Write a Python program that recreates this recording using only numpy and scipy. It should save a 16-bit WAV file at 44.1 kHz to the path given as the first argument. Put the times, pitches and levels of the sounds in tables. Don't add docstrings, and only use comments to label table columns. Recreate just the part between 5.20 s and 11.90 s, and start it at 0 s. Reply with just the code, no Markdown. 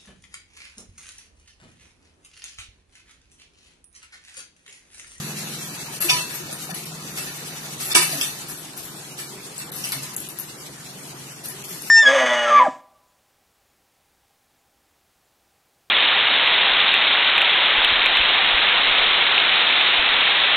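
import sys
import numpy as np
from scipy import signal
from scipy.fft import rfft, irfft, next_fast_len
from scipy.io import wavfile
from scipy.ndimage import uniform_filter1d

SR = 44100
rng = np.random.default_rng(int(sys.argv[2]) if len(sys.argv) > 2 else 0)


def store_wav(level_fs):
    pcm = np.round(np.clip(np.atleast_2d(level_fs), -1, 1) * 32767)
    wavfile.write(sys.argv[1], SR, pcm.T.astype(np.int16))


def boost(x):
    u = np.asarray(x, float) / 20
    return 10 ** u


N = 295468


def evened(x):
    return x / np.sqrt(np.mean(x ** 2) + 1e-20)


def db_of(power):
    return 10 * np.log10(np.abs(power) + 1e-20)


def read(points, hz):
    f, value = np.transpose(points)
    return np.interp(np.log(hz + 1), np.log(f + 1), value)


def curve(points):
    return np.interp(np.arange(N) / SR, *np.transpose(points))


# t/s, level/dB
PAW_EFFORT = [(0, -30), (.15, -31), (.6, -33), (.8, -36.5), (1.16, -31.5), (1.44, -36), (1.9, -35.5),
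              (2.45, -32.5), (2.6, -41.5), (2.9, -25.5), (3.15, -34.5), (3.45, -50), (3.9, -42.5),
              (4.3, -46), (4.75, -37), (5.3, -51.5), (5.9, -47), (6.2, -48), (6.7, -48)]


def paw_effort():
    return curve(PAW_EFFORT)


def effort_swing():
    effort = paw_effort()
    return effort - effort.mean()


# t/s, level/dB
ENGINE_NEARNESS = [(0, -35), (.3, -38.5), (.6, -44.5), (1.3, -45.5), (2.0, -42), (3.0, -46.5), (4.0, -48),
                   (5.2, -47), (6.7, -50)]


def engine_nearness():
    return curve(ENGINE_NEARNESS)


# f/Hz, level/dB per Hz
AIR_COLOUR = [(15, -53), (25, 2), (96, -31), (147, -3), (244, -8.5), (278, -4.5), (353, -5.5), (599, -13.5),
              (684, -10), (2310, -14), (8930, -13), (11500, -19), (13000, -21), (14000, -50)]
# f/Hz, likeness (1 = the same)
AIR_LIKENESS = [(30, 0.99), (70, 0.75), (280, 0.87), (700, 0.3), (1500, 0.035), (4000, 0.017),
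                (13000, 0.053)]


def wash():
    frames, hz = N // 256 + 5, np.fft.rfftfreq(1024, 1 / SR)
    a, b, c, d, patches = rng.standard_normal((frames, 513, 5)).T
    patches = evened(uniform_filter1d(uniform_filter1d(patches, 10, 0), 6, 1))
    gusts = evened(patches[60:].mean(0)) * (hz > 2000)[:, None]
    same = np.clip(read(AIR_LIKENESS, hz), -1, 1)[:, None]
    left = a + 1j * b
    right = same * left + np.sqrt(1 - same ** 2) * (c + 1j * d)
    level_db = read(AIR_COLOUR, hz)[:, None] + 2.1 * patches + 2.12 * gusts
    spectra = np.array([left, right]) * boost(level_db)
    air = evened(signal.istft(spectra, nperseg=1024, noverlap=768)[1][:, :N])
    near = engine_nearness()
    loudness_db = -43.5 + 0.13 * effort_swing() + 0.13 * (near - near.mean())
    return boost(6.5 + loudness_db) * air


# t/s, f/Hz of its cycle
ENGINE_SPEED = [(0, 20.7), (1.5, 20.1), (3, 19.7), (5, 19.3), (6.7, 19.2)]
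# multiple of the cycle, level/dB
ENGINE_TONES = [(5, -18), (6, -13), (7, 0.5), (8, 0), (9, -21), (10, -4.5), (11, -8), (14, -11.5),
                (15, -26), (17, -16), (19, -10.5), (24, -19.5)]


def hum():
    turns = np.cumsum(curve(ENGINE_SPEED)) / SR
    now, steps = np.arange(N), np.linspace(0, N, 40)
    out = np.zeros(N)
    for order, db in ENGINE_TONES:
        swell_db, slip = rng.standard_normal((2, len(steps)))
        drift = np.interp(now, steps, 0.067 * np.cumsum(slip))
        phase = round(order) * turns + drift
        out += boost(db + np.interp(now, steps, 2.9 * swell_db)) * np.sin(2 * np.pi * phase)
    loudness = uniform_filter1d(boost(2 + engine_nearness()), size=9000)
    return boost(-2.0) * loudness * evened(out)


# f/Hz, time to fall 60 dB t/s
TERRACE_ECHO = [(200, 0.1), (1000, 0.22), (4000, 0.25), (12000, 0.23)]


def terrace(x):
    taps = np.zeros((2, SR))
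    at = np.arange(200, SR - 20, 20) + rng.integers(0, 20, (2, (SR - 201) // 20))
    np.put_along_axis(taps, at, rng.choice([-1., 1.], at.shape), 1)
    hz, t, z = signal.stft(taps, SR, nperseg=256)
    fade = boost(-60 * t / read(TERRACE_ECHO, hz)[:, None])
    tail = signal.istft(z * fade, SR, nperseg=256)[1]
    return signal.fftconvolve(x, tail / np.linalg.norm(tail[0]), axes=1)[:, :N]


# t/s, level/dB, f/Hz
CAGE_THUDS = [(.9, -29.5, 155), (1.49, -33.5, 170), (2.76, -29.5, 165.7), (2.92, -31, 149.6),
              (2.93, -33.5, 273), (4.1, -37, 386), (4.721, -32.5, 140.7), (4.73, -37.5, 275),
              (6.5, -37.5, 170.7), (4.25, -40.5, 385), (6.3, -40, 384), (6.45, -41, 380)]


def thuds():
    rise_s, t60_s, spread = 0.048, 0.42, 0.06
    out, t = np.zeros(N + SR), np.arange(SR // 2) / SR
    chance = rng.standard_normal((len(CAGE_THUDS), 2, 6, 1))
    for (s, db, hz), (off, phase) in zip(CAGE_THUDS, chance):
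        modes = evened(np.sin(2 * np.pi * (hz * (1 + spread * off) * t + phase)).sum(0))
        fade = boost(db - 60 * t / t60_s) * np.minimum(t / rise_s, 1)
        out[round(s * SR):][:len(t)] += fade * modes
    return out[:N]


def ring(modes, longest):
    hz, db, t60 = np.transpose(modes)[:, :, None]
    t = np.arange(round(longest * SR)) / SR
    fade = boost(db - 60 * t / np.clip(t60, .01, longest))
    body = (fade * np.sin(2 * np.pi * hz * t)).sum(0)
    return body / np.linalg.norm(body)


def contacts(per_s, spread_db):
    size = boost(spread_db * np.minimum(rng.exponential(1, N), 4)) * rng.choice([-1, 1], N)
    return evened(size * (rng.random(N) < per_s / SR))


def shaking(kicks, rise_s):
    out, t = np.zeros((2, N + SR)), np.arange(SR // 4) / SR
    for s, db, pan_db, length in kicks:
        fade = np.exp(-t / max(length, .002)) * np.minimum(t / rise_s, 1)
        sides = boost(db + pan_db * np.array([[.5], [-.5]]))
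        out[:, round(s * SR):][:, :len(t)] += (sides * fade) ** 2
    return np.sqrt(out[:, :N])


# t/s, level/dB
FOOT_LANDINGS = [(.455, -32), (.848, -25), (.8994, -33), (1.315, -27), (1.496, -21.5), (2.063, -24.5),
                 (2.7006, -39), (2.757, -12.5), (2.826, -28), (2.914, -22.5), (3.011, -35), (3.054, -24),
                 (3.2859, -33), (4.7176, -23), (4.825, -27), (5.178, -32), (5.59, -40), (6.283, -24.5),
                 (6.54, -34)]
# f/Hz, level/dB, time to fall 60 dB t/s
TRAY_MODES = [(200, -46, .12), (273, -49, .12), (326.5, 0.5, 0.26), (624, -12, 0.43), (800, -20, 0.074),
              (1018, 1, 0.17), (1220, -14, 0.52), (1795, 15, 0.023)]


def tray():
    landings = [(s, db, 0, 0.017) for s, db in FOOT_LANDINGS]
    drive = boost(-10.5) * shaking(landings, rise_s=.003).mean(0) * contacts(1600, 1.4)
    return signal.oaconvolve(drive, ring(TRAY_MODES, 0.44))[:N]


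# t/s, mesh level/dB, left-right level/dB, chatter length t/s
PAW_RAKES = [(0.172, -33, -14, 0.014), (0.8, -15, 2, 0.03), (0.843, -21.5, -10, 0.014),
             (1.138, -25, 6, 0.017), (1.312, -23.5, -2, 0.011), (1.413, -29, 9, .019),
             (1.546, -30.5, -7, 0.022), (1.644, -43, 0, .025), (1.994, -28, -5, 0.05), (2.28, -44, 0, .027),
             (2.644, -23.5, -1.5, 0.058), (2.856, -26, -1, .04), (2.968, -24, 12, 0.017),
             (3.093, -34, -3, 0.036), (3.281, -23.5, 0.5, 0.022), (3.37, -33, 3, 0.03),
             (3.564, -25, 2, 0.015), (3.627, -29.5, 1, 0.031), (4.452, -33, -1, 0.01),
             (4.534, -26.5, 2.5, 0.044), (4.82, -22.5, 1, 0.013), (4.932, -34.5, 12, 0.023),
             (4.96, -39, 7, .028), (4.991, -26.5, 1, 0.011), (5.08, -33, -1, 0.029),
             (5.182, -25.5, 1, 0.013), (6.234, -25.5, 2.5, 0.023), (6.282, -25, -1, 0.012),
             (6.429, -33, 3.5, 0.028), (6.478, -28, -1.5, 0.053), (6.662, -28, 2, 0.046)]


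def rakes(frame_db=0):
    return [(s, db + frame_db, pan, length) for s, db, pan, length in PAW_RAKES]


# t/s, mesh level/dB, frame over mesh level/dB, left-right level/dB
BODY_SLAMS = [(.455, -40, -12, -11), (.721, -29, -11, 8), (.838, -22.5, -4, -2), (.878, -30, 5, 0),
              (0.888, -21, 0.5, 13), (0.895, -12, -12, -1), (0.931, -21, 1.5, -1), (0.955, -22.5, 4, -1),
              (.975, -24, 2, 1), (.992, -25.5, 1, 3), (1.096, -30, 1, 2), (1.497, -25.5, -5.5, 8.5),
              (1.972, -20, -4.5, 1), (2.063, -38.5, 11, -1), (2.445, -51.5, 1, -5),
              (2.598, -22.5, -6, -0.5), (2.616, -20.5, -14, -0.5), (2.6989, -20, 2, 0.5),
              (2.7479, -7, 1.5, -6.5), (2.765, -23, 4, 1), (2.815, -14.5, 1.5, 2), (2.914, -17.5, -8, -2),
              (3.008, -16, -6, 3), (3.053, -24.5, 0, 1), (3.976, -29, -3, -1), (3.988, -22.5, -5, 0),
              (4.379, -26.5, -5.5, 1), (4.398, -31, -2.5, -2), (4.733, -27.5, -5, -8),
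              (4.581, -26.5, -11, -2), (4.639, -19.5, -8, 0.5), (4.718, -19, -5, 2.5),
              (6.246, -32, -10, -1), (6.607, -29.5, -20, 5)]


def slams(on_frame):
    return [(s, db + on_frame * frame_db, pan, 0.016 * boost(-0.1329 * (db + 34.5)))
            for s, db, frame_db, pan in BODY_SLAMS]


def wires(colour, t60, count):
    hz = rng.uniform(1475, 13500, count)
    db = read(colour, hz) + 4 * rng.standard_normal(count)
    return ring(np.c_[hz, db, t60 * rng.uniform(.5, 1.5, count)], .1)


# f/Hz, level/dB
FREE_MESH = [(880, -37), (1500, -22), (1900, 0), (2500, 6.5), (2970, 2.5), (3540, -10), (4080, -10),
             (4440, 1.5), (12500, 12.5), (13400, 6.5), (14000, -57)]
# f/Hz, level/dB
BRACED_MESH = [(880, -37), (1500, -22), (2000, -15), (2900, 2), (3200, -24), (3550, 10.5), (4000, -25),
               (4400, 1), (6700, 3), (7100, -17), (7900, 10.5), (10000, 8), (11500, 3), (13400, 4),
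               (14000, -57)]


def mesh():
    raking = boost(-3.0) * shaking(rakes(), rise_s=.006) * contacts(2500, 4.1)
    scrabble = boost(-8.5) * boost(-2 + paw_effort()) * contacts(3000, 8.5)
    light = raking + scrabble
    heavy = boost(-3.0) * shaking(slams(on_frame=False), rise_s=.003) * contacts(2500, 4.1)
    place = np.cumsum(np.abs(uniform_filter1d(rng.standard_normal(N), 2000))) * 400 / SR
    patch = place.astype(int) % 4
    out = np.zeros((2, N))
    for k in range(4):
        for drive, colour, t60 in ((light, FREE_MESH, .035), (heavy, BRACED_MESH, .05)):
            patch_ring = wires(colour, t60, count=240)[None]
            out += signal.oaconvolve(drive * (patch == k), patch_ring, axes=1)[:, :N]
    return out


THICK_ROD_HZ = [1245, 1779, 2327, 2592, 2676, 2925, 2986, 3460, 3574, 4357, 4391, 4735, 5500, 1980]
THIN_ROD_HZ = [6029, 6183, 6432, 6730, 7849, 8146, 8473, 8683, 9215, 9690, 9943, 10800, 11180, 11540]
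# time to fall 60 dB t/s, then level/dB in
RODS = [(0.24, -11, -31, -31, -42), (.12, -14, -31, -33, -40), (0.18, 2.5, -26, -33, -38),
        (0.14, 2, -33, -32, -40), (0.13, 5, -31, -26, -35), (0.16, 1, -30, -26, -38),
        (.15, -1, -31, -32, -40), (0.065, -12, -46, -38, -48), (0.14, 2, -29, -20, -24.5),
        (0.2, 3.5, -23.5, -31, -41), (0.17, -1, -32, -34, -36), (0.1, -0.5, -30, -24, -27),
        (0.13, 2.5, -33, -20.5, -32), (.12, 1, -32, -36, -44),
        (.12, -3, -36, -32, -33), (.1, -6, -30, -32, -42), (0.12, -7, -36, -28, -38),
             (.08, 2.5, -26, -32, -39), (0.18, 2, -37, -32, -35), (0.26, 2, -34, -27, -38),
             (0.16, 6.5, -36, -30, -38), (0.11, 2, -36, -27, -40), (.16, 0.5, -32, -26, -34),
             (.15, -7, -34, -32, -38), (0.16, -3, -38, -34, -35), (.15, -4, -35, -21, -40),
             (0.11, -6, -38, -25, -40), (0.087, -6, -36, -27, -40)]


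def rod_ring(column, longest):
    table = np.array(RODS)
    db = table[:, column]
    return ring(np.c_[THICK_ROD_HZ + THIN_ROD_HZ, db, table[:, 0]], longest), db


def frame():
    hz = rng.uniform(1787, 7118, 90)
    welds = ring(np.c_[hz, 4 * rng.standard_normal(90), np.full(90, .04)], 1 / 4)
    rods, _ = rod_ring(column=1, longest=1 / 4)
    kicks = slams(on_frame=True) + rakes(frame_db=-17)
    clank = boost(-5) * shaking(kicks, rise_s=.003) * contacts(1800, 0.79)
    stirring = boost(-42 + 1.02 * effort_swing())
    jingle = boost(-6.5) * stirring * contacts(2500, 5.3)
    clank = signal.oaconvolve(clank, (rods + welds)[None], axes=1)[:, :N]
    return clank + signal.oaconvolve(jingle, welds + boost(-18.5) * rods)[:N]


# t/s,
# level/dB, f/Hz
BRIEF_TICKS = [(.19, -28, 10900), (.905, -6, 5500), (.912, -11.5, 4500), (.914, -13, 5500),
               (.806, -14, 11500), (.894, -5, 2610), (.899, -3, 2890), (.9, -6, 5500), (.907, -11, 2630),
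               (.9, -10, 9800), (1.327, -14, 9600), (1.546, -15, 10800), (1.655, -19, 12000),
               (3.575, -20, 10700), (2.7495, -1, 8940), (2.757, -3, 9500), (2.762, 0, 8560),
               (2.772, -9, 7450), (2.778, -3.5, 5000), (3.012, -11, 5330), (3.02, -14, 9500),
               (4.379, -14, 8750), (4.519, -17, 11260), (4.588, -19, 11700), (4.689, -15, 11500),
               (4.7195, -19, 9320), (4.7195, -13, 12700), (4.726, -19, 12200), (4.729, -23, 9100),
               (4.7345, -20, 10200), (4.964, -8, 10600), (5.002, -16, 10830), (5.086, -17, 12000),
               (5.187, -13.5, 11260), (5.198, -13, 11400), (5.6, -31, 11000), (5.87, -33, 10600),
               (6.24, -26, 10200), (6.44, -28, 10000), (6.256, -16, 11600), (6.285, -15, 11340),
               (6.497, -32, 11100), (6.546, -26, 11500), (6.62, -18, 12000), (2.746, -11, 7300),
               (2.7495, -6, 5500), (2.753, -4, 3550), (2.767, -2, 9280), (2.812, -9, 8000),
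               (2.824, -11, 8030), (2.833, -11, 8170), (3.011, -15, 9600), (3.011, -17, 12500),
               (3.028, -16, 8000), (3.028, -20, 5500), (4.831, -16, 8600), (4.842, -22, 8850)]


def ticks():
    return [(s, db, hz, 0.02, .13) for s, db, hz in BRIEF_TICKS]


# t/s, level/dB, f/Hz, spread of close tones as a share
ROD_KNOCKS = [(.682, -29.5, 930, 0.021), (.834, -21, 341, 0.031), (0.93, -27, 986, 0.002),
              (1.2, -31, 344, 0.077), (1.49, -25.5, 738, 0.09), (2.716, -11, 5300, 0.069),
              (2.93, -23, 677, 0.083), (3.012, -10.5, 5500, 0.059), (3.012, -14.5, 2900, 0.106),
              (4.72, -18, 4600, .05), (4.724, -19, 2200, 0.053), (4.729, -21, 3400, .05),
              (4.734, -21, 4900, .08), (4.642, -18.5, 2900, .08), (4.645, -20, 5000, 0.027),
              (2.716, -11.5, 3570, 0.0093), (0.92, -26, 6200, .03), (0.75, -25.5, 4700, 0.038),
              (.808, -30, 2700, .04), (3.016, -10.5, 7600, .04), (3.018, -18, 2700, .02),
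              (2.748, -8, 2700, 0.029), (2.746, -18, 9400, 0.027), (4.639, -15.5, 5750, 0.033),
              (.884, -13, 2500, 0.046), (.889, -11, 2750, .05), (.898, -12, 3550, .03),
              (4.73, -29, 950, 0.102), (3.012, -15, 3300, .02), (.96, -20, 2330, .02),
              (.985, -21, 3200, .02), (1.29, -27, 640, .08), (2.924, -21, 4700, .01),
              (3.03, -18, 3570, .008), (3.045, -20, 3570, .008), (4.672, -21, 6600, .02)]


def knocks():
    return [(s, db, hz, 0.09 * (hz / 1000) ** -0.6, spread) for s, db, hz, spread in ROD_KNOCKS]


# f/Hz, level/dB, time to fall 60 dB t/s, spread of close tones as a share
DOOR_MODES = [(5500, -9, 0.073, 0.008), (2926, -11, 0.13, 0.0193), (3570, -12, 0.066, 0.0078),
              (2457, -9, 0.055, 0.05), (4714, -14.5, 0.19, 0.006), (989, -19.5, 0.28, 0.0033),
              (1238, -25, .25, 0.0096)]
# f/Hz, level/dB, time to fall 60 dB t/s, spread of close tones as a share
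WALL_MODES = [(9160, -5.5, 0.086, .008), (5500, -11, 0.047, 0.018), (8310, -5.5, 0.12, 0.076),
              (348, -13, 0.16, 0.03), (982, -16.5, 0.24, 0.003), (2263, -12, 0.11, 0.019),
              (2820, -17, 0.18, 0.033), (3550, -10.5, 0.088, 0.0051), (1792, -31, .13, .008),
              (1258, -17.5, 0.23, 0.0156), (4740, -21, 0.27, 0.009)]


def great_clanks():
    return [(s + min(9 / hz, 0.0118), db, hz, t60, spread)
            for s, part in ((.893, DOOR_MODES), (2.749, WALL_MODES)) for hz, db, t60, spread in part]


def pings():
    strikes = great_clanks() + knocks() + ticks()
    out, left = np.zeros((2, N + SR)), np.array([1, 0])[:, None, None]
    chance = rng.standard_normal((len(strikes), 3, 12, 1))
    for (s, db, hz, t60, spread), (off, phase, apart) in zip(strikes, chance):
        length = min(t60, 1 / 3)
        t = np.arange(0, length, 1 / SR)
        turns = hz * (1 + spread * off) * t + 2 * phase + left * 0.2 * apart
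        modes = np.sin(2 * np.pi * turns).sum(1)
        fade = boost(-60 * t / length) * np.minimum(t / (0.00065 + 1.75 / hz), 1)
        sound = np.sqrt(np.mean(fade ** 2)) * evened(fade * modes)
        out[:, round(s * SR):][:, :len(t)] += boost(db - 3) * sound
    return out[:, :N]


# t/s, bouncing length t/s
GREAT_BLOWS = [
    (.894, 0.01),
    (2.749, .012),
    (3.010, 0.013),
]


def clangs():
    out, t = np.zeros(N + SR), np.arange(SR // 10) / SR
    for k, (s, length) in enumerate(GREAT_BLOWS):
        rods, db = rod_ring(column=2 + k, longest=.3)
        blow = rng.standard_normal(len(t)) ** 3 * np.exp(-t / length) * np.minimum(t / 0.0033, 1)
        sound = signal.fftconvolve(blow / np.linalg.norm(blow), rods)
        out[round(s * SR):][:len(sound)] += boost(28.0) * np.linalg.norm(boost(db)) * sound
    return out[:N]


def scene():
    strikes = pings() + clangs()
    cage = mesh() + frame() + tray()
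    direct = cage + strikes
    direct = np.array([np.roll(direct[0], 8), direct[1]])
    echo = terrace(boost(0.5) * cage + boost(-7.0) * strikes)
    side = (echo[0] - echo[1]) / 2
    bass_side = signal.sosfiltfilt(signal.butter(1, 450, fs=SR, output="sos"), side)
    echo = echo - bass_side * np.array([[1], [-1]])
    return boost(-4.0) * direct + echo + wash() + hum() + thuds()


# f/Hz, level/dB
FAINT_LIMIT = [(700, -22), (1100, -12), (1500, -8), (2200, -5.5), (3400, -4), (5000, -4.5), (9000, -5),
               (11500, -8.5), (12900, -9), (13120, 30)]


def thinned(x):
    size, start = 1024, 340
    n, k = np.arange(2 * size)[:, None] + .5, np.arange(size) + .5
    window = np.sin(np.pi * n / (2 * size))
    basis = window * np.cos(np.pi / size * (n + size / 2) * k) * np.sqrt(2 / size)
    padded = np.pad(x, ((0, 0), (2 * size - start, 3 * size)))
    count = padded.shape[1] // size
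    halves = padded[:, :count * size].reshape(2, count, size)
    lines = np.concatenate([halves[:, :-1], halves[:, 1:]], 2) @ basis
    power = (lines ** 2).sum(0)
    over_db = db_of(uniform_filter1d(power, size=6)) - db_of(uniform_filter1d(power, size=50))
    wander = uniform_filter1d(rng.standard_normal(power.shape), size=13)
    wander = evened(uniform_filter1d(wander, size=3, axis=0))
    limit_db = read(FAINT_LIMIT, k * SR / (2 * size)) + 0.9 + 5.5 * wander
    calm = np.diff(db_of(power[:, 100:].sum(1)), prepend=0) < 5.0
    dropped = (over_db < limit_db) & calm[:, None]
    frames = (lines * ~dropped) @ basis.T
    joined = frames[:, 1:, :size] + frames[:, :-1, size:]
    return joined.reshape(2, -1)[:, size - start:][:, :N]


# strike t/s, gap length t/s, depth level/dB, lower edge f/Hz
TREBLE_GAPS = [(.805, .013, -12, 3500), (1.542, .025, -8, 2800), (1.656, .009, -8, 2800),
               (2.745, .008, -40, 4600), (2.749, .004, -30, 9000), (4.517, .013, -40, 2800),
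               (4.963, .012, -18, 2800), (5.088, .005, -8, 2800), (6.439, .012, -9, 2800)]
# from t/s, to t/s
THIN_MOMENTS = [(.788, .812), (1.52, 1.55), (2.735, 2.758), (3.005, 3.03), (4.37, 4.395), (4.5, 4.525),
                (4.715, 4.74), (4.95, 4.975), (5.075, 5.1), (5.18, 5.205), (6.425, 6.45)]


def muted(x):
    hz, t, z = signal.stft(x, SR, nperseg=128, noverlap=96)
    change_db = sum(db * (t > s - length) * (t < s) * (hz[:, None] > edge)
                    for s, length, db, edge in TREBLE_GAPS)
    power = uniform_filter1d(uniform_filter1d(np.abs(z) ** 2, size=3, axis=1), size=4, axis=2)
    weak = db_of(power) - db_of(uniform_filter1d(power, size=15, axis=1)) < -2.5
    thin = sum((t > s) * (t < end) for s, end in THIN_MOMENTS) * (hz[:, None] > 2000)
    change_db = change_db - 25.0 * weak * thin
    return signal.istft(z * boost(change_db), SR, nperseg=128, noverlap=96)[1][:, :N]


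def low_pass(x):
    return signal.sosfilt(signal.butter(12, 14310, fs=SR, output="sos"), x)


# f/Hz, left-right level/dB
MICROPHONE_LEAN = [(600, 0), (1100, 0.5), (2200, -0.5), (5500, 0), (9000, 1), (13500, 11)]


def record(dry):
    size = next_fast_len(N, real=True)
    hz = np.fft.rfftfreq(size, 1 / SR)
    lean_db = read(MICROPHONE_LEAN, hz) * np.array([[.5], [-.5]])
    x = np.tanh(irfft(rfft(dry, size) * boost(lean_db), size)[:, :N])
    x = muted(thinned(x))
    bass_db = -8 * np.log2(np.maximum(90 / (hz + 1), 1))
    edge_db = -50 * np.clip((hz - 13100) / 900, 0, 1.5) - 15 * np.clip((hz - 13050) / 150, 0, 1)
    mix = irfft(rfft(x, size) * boost(bass_db + edge_db), size)[:, :N]
    return low_pass(mix)


dry = scene()
out = record(dry)
store_wav(out)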